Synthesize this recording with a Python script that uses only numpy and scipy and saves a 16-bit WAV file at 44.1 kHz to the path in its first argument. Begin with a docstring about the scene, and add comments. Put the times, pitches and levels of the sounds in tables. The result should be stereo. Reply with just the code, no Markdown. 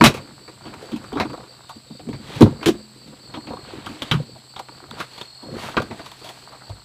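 """Car seat folded at night

A car seat is unlatched, slid and folded flat in a parked car, then a hand leans and sweeps on it.
Blows ring the damped modes of padded frame and plastic shell; stick-slip grains make cloth and leather rub.
The loudest clunks overload. Outside, noise bands and pulsed tones make crickets, over soft air and a faint hum."""
import sys
import numpy as np
from scipy import signal
from scipy.fft import rfft, irfft, next_fast_len
from scipy.io import wavfile

SR = 44100
rng = np.random.default_rng(int(sys.argv[2]) if len(sys.argv) > 2 else 0)


def output_pcm(signal):
    """Save a mono or channel-first signal as 16-bit PCM at the path in sys.argv[1].

    Samples are clipped to [-1, 1] before scaling.
    """
    pcm = np.clip(np.atleast_2d(signal).T, -1, 1) * 32767
    wavfile.write(sys.argv[1], SR, np.round(pcm).astype(np.int16))


N = 301644

# Night air in the cabin, relative spectrum: [pitch_hz, level_db]
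AIR_SPECTRUM = [(20, -17), (70, -4), (200, -17), (500, 0.5), (1000, -4.5), (3000, 16), (3700, -14.5),
                (5700, -26.5), (7000, -10), (12000, 5.5), (16000, 2.5)]
AIR_DB, HUM_HZ, HUM_DB = -64.5, 127, -54

# Distant insect choruses: [centre_hz, width_hz, level_db]
CHORUSES = [(4383, 760, -53), (7890, 670, -57)]
CHIRPS_PER_S, CHIRP_PEAK_S, CHIRP_HZ, CHIRP_DB = 4.66, 0.027, 4580, -51
WING_STROKES_HZ = 69

# Calls of a lower cricket: [start_s, length_s, level_db]
LOW_CALLS = [(.98, 0.23, -64), (1.38, 0.1, -63), (1.60, .16, -58), (1.86, .17, -57)]
LOW_CALL_HZ = 3720

# Swells of the near cricket: [start_s, length_s, level_db]
TRILL_SWELLS = [(3.29, 0.28, -43.5), (5.192, 0.27, -43.5)]
TRILL_HZ, SAG_HZ_PER_S = 4315, 100
SWELL_RISE_S, SWELL_FALL_S = 0.07, 0.15
MURMUR_FROM_S, MURMUR_DB = 3.9, -51.5

CABIN_T60_S, CABIN_DB, CABIN_CUT_HZ = 0.2, -17.5, 10700
STOP_HZ = 15800

# A seat spring that sings on after one clunk, a single row: [start_s, pitch_hz, level_db, t60_s]
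SPRING_MODE = (2.69, 214, -32, .66)

# Modes of the padded frame: [pitch_hz, level_db, t60_s]
FRAME_MODES = [(53.4, -12, 0.31), (100.4, -1, 0.16), (138.9, 4.5, 0.1), (183.7, -1, 0.071),
               (202.5, -0.5, 0.12), (228, 5.5, 0.071), (295.3, 4.5, 0.08), (351, 4, 0.055), (408, 6, 0.033),
               (512.5, 4.5, 0.046)]
# Modes of the plastic shell, nearly equal in level: [pitch_hz, level_db, t60_s]
SHELL_MODES = [(626, 0.023, 0.021), (730, 0.0064, 0.03), (836, 0.026, 0.022), (960, 0.03, 0.027),
               (1124, 0, 0.027), (1245, 0.02, 0.021), (1410, 0.004, 0.023), (1600, 0.066, 0.018),
               (1930, 0.0051, 0.013), (2225, 0.028, 0.0099)]

# Latch and rails under a crack, relative spectrum: [pitch_hz, level_db]
CRACK_SPECTRUM = [(1060, -10.5), (1800, -20), (2190, -18), (2450, -16.5), (2800, -20), (3050, -14),
                  (3870, -2.5), (5130, -19), (6000, -25.5), (7800, -35), (13200, -120)]
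# Bright sizzle of a blow and hiss of the cloth, relative spectrum: [pitch_hz, level_db]
SIZZLE_SPECTRUM = [(3240, -0.5), (5500, -6), (6020, -7), (7100, -8.5), (15500, -18.5)]
# Cloth rustle, relative spectrum: [pitch_hz, level_db]
RUSTLE_SPECTRUM = [(940, 7), (1600, 1.5), (2330, 0.5), (2880, 0.5), (3850, 4), (5460, -21), (7500, -24.5),
                   (9750, -26.5), (16500, -120)]

# Handling of the seat, load on the frame and slip of the leather: [time_s, load_db, slip_db]
HANDLING = [(0.0, -23.5, -44), (0.27, -44, -53), (0.55, -56, -65.5), (0.68, -40, -47.5),
            (0.85, -48.5, -51.5), (1.33, -39, -51), (1.5, -54, -59), (1.75, -60, -69), (2.11, -44, -65.5),
            (2.38, -38, -60.5), (2.6, -39.5, -48.5), (2.9, -54.5, -68), (3.35, -46.5, -55),
            (3.54, -47, -55), (3.73, -43.5, -52), (3.9, -48, -59), (4.3, -49.5, -69), (4.6, -67.5, -66),
            (4.78, -49, -55.5), (5.0, -42.5, -45.5), (5.1, -69, -70), (5.4, -67, -59), (5.49, -35, -50.5),
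            (5.65, -45, -39.5), (5.9, -44, -56), (6.17, -62, -66.5), (6.53, -54, -52), (6.71, -57, -52),
            (6.84, -58, -70)]
# Cloth sweeps over the seat: [peak_s, rise_s, fall_s, rustle_db, hiss_db]
CLOTH_SWEEPS = [(0.82, 0.051, 0.15, -63, -56), (2.379, 0.11, 0.082, -41.5, -48),
                (3.75, 0.1, 0.17, -45.5, -70), (4.08, 0.1, 0.12, -46.5, -56.5),
                (5.012, 0.028, 0.031, -39, -43), (5.18, 0.09, 0.082, -55, -53.5),
                (5.64, 0.069, 0.1, -45.5, -42), (6.02, 0.11, 0.11, -53, -59), (6.29, 0.23, 0.16, -85, -53)]
# Rustle at the mean slip, share of the slip's swing in dB, hiss relative to the steady rustle
RUSTLE_DB, RUSTLE_FOLLOWS, HISS_DB = -60, 0.13, -1
TICKS_PER_S, TICK_DB, TICK_T60_S = 11, -54.5, 0.02
# Loose trim taps the shell; the last is the share of the slip's swing in dB
TAPS_PER_S, TAP_DB, TAP_HZ, TAP_FOLLOWS = 35, -49, 950, 0.63

# Blows on the seat: [start_s, crack_centre_hz, shell_peak_db, shell_centre_hz, thud_db, thud_centre_hz,
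# crack_db, sizzle_db, contact_t60_s]
BLOWS = [(0.011, 2370, -1, 1210, -8, 314, -16, -43, 0.017),
         (0.019, 2430, -16, 1230, -14, 195, -21, -30, 0.071),
         (0.039, 2660, -23, 945, -16.5, 187, -10, -12, 0.1),
         (0.06, 4000, -25, 1000, -18.5, 137, -18.5, -25, 0.04),
         (0.141, 2730, -36, 900, -42, 152.7, -40, -37.5, 0.088),
         (0.17, 2480, -28, 930, -37, 104, -38, -54, 0.068),
         (0.479, 2180, -41, 870, -45, 410, -44, -56, 0.063),
         (0.654, 2940, -35, 795, -39.5, 298, -44.5, -60, 0.15),
         (0.739, 2350, -34, 1140, -68, 291, -41.5, -47, 0.03),
         (0.822, 3580, -38, 610, -38.5, 506, -59, -59, 0.16),
         (0.918, 3060, -51, 619, -30, 250, -41, -50, 0.094),
         (0.961, 2750, -32.5, 860, -57, 231, -44, -46, 0.05),
         (1.04, 2040, -36, 1170, -48, 495, -44.5, -52, 0.039),
         (1.129, 3120, -26.5, 890, -28.5, 294, -41, -59, 0.056),
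         (1.155, 3220, -23, 860, -23, 328, -46, -62, 0.078),
         (1.17, 2100, -20.5, 1060, -30, 216, -35.5, -55, 0.11),
         (1.199, 2250, -17.5, 626, -27, 286, -21.5, -38, 0.075),
         (1.247, 2240, -27, 955, -27, 304, -53, -56, 0.048),
         (1.297, 2540, -32, 1020, -51, 425, -43.5, -55, 0.043),
         (1.33, 3660, -27.5, 930, -42.5, 332, -54, -53, 0.043),
         (1.376, 4240, -30.5, 860, -45.5, 242, -49, -54, 0.01),
         (1.429, 4110, -37, 972, -47, 509, -70, -69, 0.018),
         (1.692, 4060, -30, 895, -55, 132, -55, -45, 0.064),
         (1.759, 3380, -61, 686, -43.5, 220, -61, -56, 0.042),
         (1.904, 3820, -39.5, 678, -35.5, 188, -66, -72, 0.031),
         (1.994, 2700, -37, 660, -44, 339, -48, -69, 0.058),
         (2.069, 2080, -46, 600, -31, 209, -54, -64, 0.04),
         (2.087, 2880, -37, 800, -27.5, 233, -47, -53, 0.07),
         (2.13, 2230, -41, 730, -32.5, 126, -40.5, -56, 0.083),
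         (2.355, 3420, -45, 1360, -31.5, 136, -56, -49, 0.024),
         (2.408, 2520, -12.5, 880, -3.5, 318, -40, -28, 0.069),
         (2.42, 4150, -13.5, 665, -8, 140, -28.5, -32, 0.05),
         (2.456, 4200, -20.5, 980, -28, 175, -61, -52, 0.088),
         (2.51, 4150, -47, 732, -29, 146, -62, -58, 0.025),
         (2.611, 2260, -38, 2100, -42, 315, -46, -59, 0.1),
         (2.628, 2800, -26, 1130, -42, 298, -33.5, -45, 0.072),
         (2.659, 3050, -40, 1120, -15, 298, -25, -22.5, 0.095),
         (2.683, 2160, -16, 636, -15, 360, -32, -33, 0.041),
         (3.075, 4230, -53, 657, -43.5, 188, -60, -57, 0.11),
         (3.339, 3000, -28.5, 1260, -40, 290, -35.5, -53, 0.083),
         (3.368, 4160, -29.5, 770, -34.5, 308, -55, -62, 0.064),
         (3.471, 2630, -33, 720, -37.5, 294, -42, -58, 0.089),
         (3.505, 4200, -27.5, 910, -33.5, 273, -60, -64, 0.087),
         (3.534, 4200, -29, 950, -34, 550, -50, -59, 0.026),
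         (3.567, 4160, -27.5, 940, -49, 120, -54, -59, 0.022),
         (3.73, 3270, -54, 872, -38, 374, -68, -55, 0.083),
         (3.862, 3070, -25, 1140, -41, 286, -39, -42, 0.05),
         (3.889, 2570, -57, 1070, -36, 283, -45.5, -49.5, 0.23),
         (4.02, 3240, -42, 1090, -34.5, 246, -28, -35.5, 0.049),
         (4.113, 3100, -15.5, 1400, -22, 135, -17, -30, 0.044),
         (4.137, 2760, -23, 1240, -16, 148, -35, -41, 0.071),
         (4.184, 4160, -36, 750, -26, 153, -58, -63, 0.13),
         (4.352, 3660, -38, 643, -48.5, 128, -61, -67, 0.041),
         (4.562, 3400, -26.5, 910, -48.5, 430, -38.5, -52, 0.069),
         (4.592, 4460, -21, 860, -41, 544, -45, -39.5, 0.035),
         (4.686, 2340, -31.5, 1050, -55, 294, -41, -58, 0.02),
         (4.91, 3820, -26.5, 1130, -43, 218, -40.5, -43, 0.011),
         (5.002, 2530, -20.5, 1340, -49, 130, -34, -39, 0.046),
         (5.179, 3250, -36, 900, -60, 250, -40, -45, 0.035),
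         (5.213, 3520, -39, 910, -63, 275, -32, -43, 0.027),
         (5.428, 3480, -38.5, 716, -39.5, 300, -53, -58, 0.089),
         (5.515, 2000, -46, 616, -40, 143, -55, -61, 0.032),
         (5.768, 2660, -11, 1260, -21, 314, -22, -41, 0.051),
         (5.8, 2350, -21, 780, -26, 560, -36, -48, 0.026),
         (5.819, 3280, -26, 890, -36, 211, -42, -40, 0.036),
         (5.91, 2300, -30.5, 780, -33.5, 235, -40.5, -55, 0.084),
         (5.993, 2100, -30, 770, -43, 367, -41, -64, 0.061),
         (6.06, 3980, -34.5, 940, -64, 140, -45, -44, 0.044),
         (6.116, 3780, -34.5, 1030, -64, 407, -47, -44.5, 0.019),
         (6.214, 3700, -39, 1040, -46.5, 436, -50, -65, 0.037),
         (6.243, 3420, -34.5, 695, -62, 258, -45, -44.5, 0.19),
         (6.29, 3400, -34.5, 740, -56, 493, -53, -45, 0.043),
         (6.524, 4200, -35.5, 850, -65, 129, -64, -60, 0.044),
         (6.694, 3940, -29.5, 710, -32.5, 71.5, -52, -51, 0.041)]
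# The seat settles after a blow: rumble relative to its thud, creak to its shell, rustle to its crack
SETTLE_RUMBLE_DB, SETTLE_CREAK_DB, SETTLE_RUSTLE_DB, SETTLE_T60_S = -5.5, -32.5, -26, 0.16


def from_db(db):
    """Amplitude gain is ten to the power of decibels over twenty."""
    return 10 ** (np.asarray(db) / 20)


def rms_one(x):
    """Normalization: division by the root mean square leaves unit rms."""
    return x / np.sqrt(np.mean(x ** 2) + 1e-20)


def in_time(rows):
    """Linear interpolation turns table columns into curves, one value a sample."""
    s, *columns = np.transpose(rows)
    return [np.interp(np.arange(N) / SR, s, c) for c in columns]


def coloured(x, spectrum):
    """Spectral filtering: each frequency is weighted by a curve of level against log frequency."""
    size = next_fast_len(len(x))
    hz, db = np.transpose(spectrum)
    grid = np.maximum(np.arange(size // 2 + 1) * SR / size, 1)
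    gain = from_db(np.interp(np.log(grid), np.log(hz), db))
    return irfft(rfft(x, size) * gain, size)[:len(x)]


def drift(rate_hz):
    """Low-passed noise wanders slowly, with unit rms; a double pole sets its rate."""
    step = 40  # samples between drawn values
    r = np.exp(-2 * np.pi * rate_hz * step / SR)
    noise = rng.standard_normal(N // step + 2002)
    slow = signal.lfilter([1], [1, -2 * r, r * r], noise)[2000:]  # the filter's start is dropped
    return np.interp(np.arange(N) / step, np.arange(len(slow)), rms_one(slow))


def decay_per_sample(t60_s):
    """Exponential decay: the factor a sample that loses 60 dB in t60_s."""
    return from_db(-60 / (t60_s * SR))


def ring(x, hz, t60):
    """A damped resonator is one mode; a unit click rings it with height near 1."""
    r, w = decay_per_sample(t60), 2 * np.pi * hz / SR
    return signal.lfilter([0, np.sin(w)], [1, -2 * r * np.cos(w), r * r], x + 1e-18)


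def body(force, modes, centre_hz, octaves):
    """Modal superposition: a force rings every mode, most those near the centre set by where it lands."""
    out = 0
    for k, (hz, db, t60) in enumerate(modes):
        distance = np.log2(hz / centre_hz) / octaves
        out = out + (-1) ** k * from_db(db - 3.5 * distance ** 2) * ring(force, hz, t60)
    return out


def grains(per_s, spread_db):
    """Stick-slip as a random impulse train: slips of uneven size and either sign."""
    sizes = from_db(spread_db * np.minimum(rng.exponential(1, N), 4)) * rng.choice([-1, 1], N)
    return sizes * (rng.random(N) < per_s / SR)


def hump(peak_s, rise_s, fall_s):
    """A two-sided Gaussian envelope swells smoothly to height 1."""
    t = np.arange(N) / SR - peak_s
    return np.exp(-(t / np.where(t < 0, rise_s, fall_s)) ** 2)


def settling(column):
    """Energy decay: the powers of one column of the blows add and die away exponentially."""
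    table = np.array(BLOWS)
    kicks = np.zeros(N)
    kicks[(table[:, 0] * SR).astype(int)] = from_db(2 * table[:, column])
    power = signal.lfilter([1], [1, -decay_per_sample(SETTLE_T60_S) ** 2], kicks + 1e-18)
    return np.sqrt(power)


def night_air():
    """Filtered broadband noise is the air; a sine of drifting frequency and level is the hum."""
    hum_phase = 2 * np.pi * np.cumsum(HUM_HZ + 1.5 * drift(2)) / SR
    hum = from_db(HUM_DB + 1.3 * drift(4)) * np.sin(hum_phase)
    return hum + from_db(AIR_DB) * rms_one(coloured(rng.standard_normal(N), AIR_SPECTRUM))


def crickets():
    """Many callers blur into noise bands; one steady chirper is a tone modulated by its wing strokes."""
    t = np.arange(N) / SR
    out = np.zeros(N)
    for hz, width_hz, db in CHORUSES:
        band = signal.butter(2, [hz - width_hz / 2, hz + width_hz / 2], "band", fs=SR, output="sos")
        out += from_db(db + 0.71 * drift(30)) * rms_one(signal.sosfilt(band, rng.standard_normal(N)))
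    chirp = np.clip(1.5 * np.cos(2 * np.pi * CHIRPS_PER_S * (t - CHIRP_PEAK_S)) + 0.15, 0, 1)
    stroke_phase = 2 * np.pi * WING_STROKES_HZ * t
    strokes = (1 + 0.79 * np.sin(stroke_phase)) * from_db(1.9 * drift(40))
    pitch_hz = CHIRP_HZ + 120 * np.cos(stroke_phase) + 40 * drift(70)
    wing = np.sin(2 * np.pi * np.cumsum(pitch_hz) / SR)
    return out + from_db(CHIRP_DB) * chirp * rms_one(strokes * wing)


def low_cricket():
    """Amplitude modulation: half-wave pulses gate a tone of nearly constant pitch into short calls."""
    t = np.arange(N) / SR
    gate = np.zeros(N)
    for s, length, db in LOW_CALLS:
        gate += from_db(db) * np.clip(np.minimum(t - s, s + length - t) / 0.024, 0, 1)
    strokes = np.maximum(np.sin(2 * np.pi * 60 * t), 0)
    tone = np.sin(2 * np.pi * np.cumsum(LOW_CALL_HZ + 25 * drift(52)) / SR)
    return gate * rms_one(strokes * tone)


def trill():
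    """Amplitude and frequency modulation: the near cricket pulses on a pitch that sags through each swell."""
    t = np.arange(N) / SR
    level = from_db(MURMUR_DB) * np.clip((t - MURMUR_FROM_S) / 0.18, 0, 1)  # the murmur fades in and stays
    sag_hz = np.zeros(N)
    for s, length, db in TRILL_SWELLS:
        before = np.maximum(s - t, 0) / SWELL_RISE_S
        after = np.maximum(t - s - length, 0) / SWELL_FALL_S
        level += from_db(db) * np.exp(-before ** 2 - after ** 2)
        from_middle = t - s - length / 2
        sag_hz += SAG_HZ_PER_S * from_middle * (np.abs(from_middle) < length)
    beat = np.clip(0.6 * np.sin(2 * np.pi * 41.5 * t) + 0.7, 0, 1)
    return level * beat * np.sin(2 * np.pi * np.cumsum(TRILL_HZ - sag_hz + 6 * drift(5.72)) / SR)


def cabin(x):
    """Reverberation by convolution: decaying, dulled noise is the response of the padded interior."""
    t = np.arange(SR // 2) / SR
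    tail = rng.standard_normal(len(t)) * from_db(-60 * t / CABIN_T60_S) * (t > 0.003)
    tail = signal.lfilter(*signal.butter(1, CABIN_CUT_HZ, fs=SR), tail)
    tail /= np.sqrt(np.sum(tail ** 2))  # unit energy
    return x + from_db(CABIN_DB) * signal.fftconvolve(x, tail)[:N]


def spring():
    """Impulse response: one push sets a single low mode ringing freely."""
    s, hz, db, t60 = SPRING_MODE
    push = np.zeros(N)
    push[round(s * SR)] = from_db(db)
    return ring(push, hz, t60)


def rubbing():
    """Stick-slip friction: slow slips shake frame and shell, fast ones rustle and hiss; seams tick, trim taps."""
    load_db, slip_db = in_time(HANDLING)
    slip_swing_db = slip_db - slip_db.mean()
    grip = from_db(2 * drift(29))  # the grip comes and goes
    # Each mode catches slips of its own
    rumble = sum(from_db(db) * ring(grains(90, spread_db=5.5), hz, t60) for hz, db, t60 in FRAME_MODES)
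    creak = sum(from_db(db) * ring(grains(120, spread_db=4.0), hz, t60 / 2) for hz, db, t60 in SHELL_MODES)
    rumble_level = from_db(load_db) + from_db(SETTLE_RUMBLE_DB) * settling(column=4)
    creak_level = from_db(slip_db) + from_db(SETTLE_CREAK_DB) * settling(column=2)

    cloth = grains(6000, spread_db=1.0)
    flicker = from_db(1.2 * drift(30))
    steady = from_db(RUSTLE_DB + RUSTLE_FOLLOWS * slip_swing_db)
    rustle_level = steady + from_db(SETTLE_RUSTLE_DB) * settling(column=6)
    hiss_level = steady * from_db(HISS_DB)
    for s, rise_s, fall_s, rustle_db, hiss_db in CLOTH_SWEEPS:
        swell = hump(s, rise_s, fall_s)
        rustle_level = rustle_level + from_db(rustle_db) * swell
        hiss_level = hiss_level + from_db(hiss_db) * swell
    seams = np.abs(grains(TICKS_PER_S, spread_db=2.0))
    ticks = signal.lfilter([1], [1, -decay_per_sample(TICK_T60_S)], seams + 1e-18)
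    rustle_level = rustle_level + from_db(TICK_DB + slip_swing_db) * ticks

    taps = body(grains(TAPS_PER_S, spread_db=3.0), SHELL_MODES, TAP_HZ, octaves=0.64)
    out = from_db(TAP_DB + TAP_FOLLOWS * slip_swing_db) * taps
    out += rumble_level * grip * rms_one(rumble)
    out += creak_level * grip * rms_one(creak)
    out += rustle_level * flicker * rms_one(coloured(cloth, RUSTLE_SPECTRUM))
    out += hiss_level * flicker * rms_one(coloured(cloth, SIZZLE_SPECTRUM))
    return out


def blows():
    """Forced modal vibration: each blow is a dying burst of jolts that shakes frame, shell and latch."""
    out, size, head = np.zeros(N), SR // 2, SR // 50
    t = np.arange(size) / SR
    crack = rms_one(coloured(rng.standard_normal(N + size), CRACK_SPECTRUM))
    sizzle = rms_one(coloured(rng.standard_normal(N + size), SIZZLE_SPECTRUM))
    jolts = rng.standard_normal((len(BLOWS), size))
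    for jolt, blow in zip(jolts, BLOWS):
        s, crack_hz, shell_db, shell_hz, thud_db, thud_hz, crack_db, sizzle_db, t60 = blow
        at = round(s * SR)
        contact = from_db(-60 * (t / max(t60, 0.005)) ** 1.99)
        contact *= np.minimum(t / (0.0054 * t60), 1)  # brief onset
        contact *= 1 + 0.94 * np.exp(-t / 0.0029)  # the first touch is the hardest
        shell = body(jolt * contact, SHELL_MODES, shell_hz, octaves=0.36)
        thud = body(jolt * contact ** 1.5, FRAME_MODES, thud_hz, octaves=0.36)
        rattle = crack[at:at + size]
        struck = rms_one(ring(rattle, crack_hz, 0.0034))
        rattle = 0.8 * rattle + 0.93 * struck  # the struck part of the latch stands out
        bright = from_db(crack_db) * rattle + from_db(sizzle_db) * sizzle[at:at + size]
        sound = from_db(shell_db) * shell / np.abs(shell).max() + bright * contact
        sound += from_db(thud_db) * thud / np.sqrt(np.mean(thud[:head] ** 2))  # level over the first 20 ms
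        out[at:at + size] += sound[:N - at]
    return out


def scene():
    """Linear superposition: all sources add at one microphone, which feeds both channels."""
    outside = night_air() + crickets() + low_cricket() + trill()
    mono = outside + rubbing() + cabin(spring() + blows())
    return np.array([mono, mono])


def record(dry):
    """Band limiting and overload: the microphone drops deep bass, the input clips hard, the top is cut."""
    bass_cut = signal.butter(3, 46, "high", fs=SR, output="sos")
    top_cut = signal.cheby2(20, 60, STOP_HZ, fs=SR, output="sos")
    clipped = np.clip(signal.sosfilt(bass_cut, dry), -0.99, 0.99)
    return signal.sosfilt(top_cut, clipped)


dry = scene()
out = record(dry)
output_pcm(out)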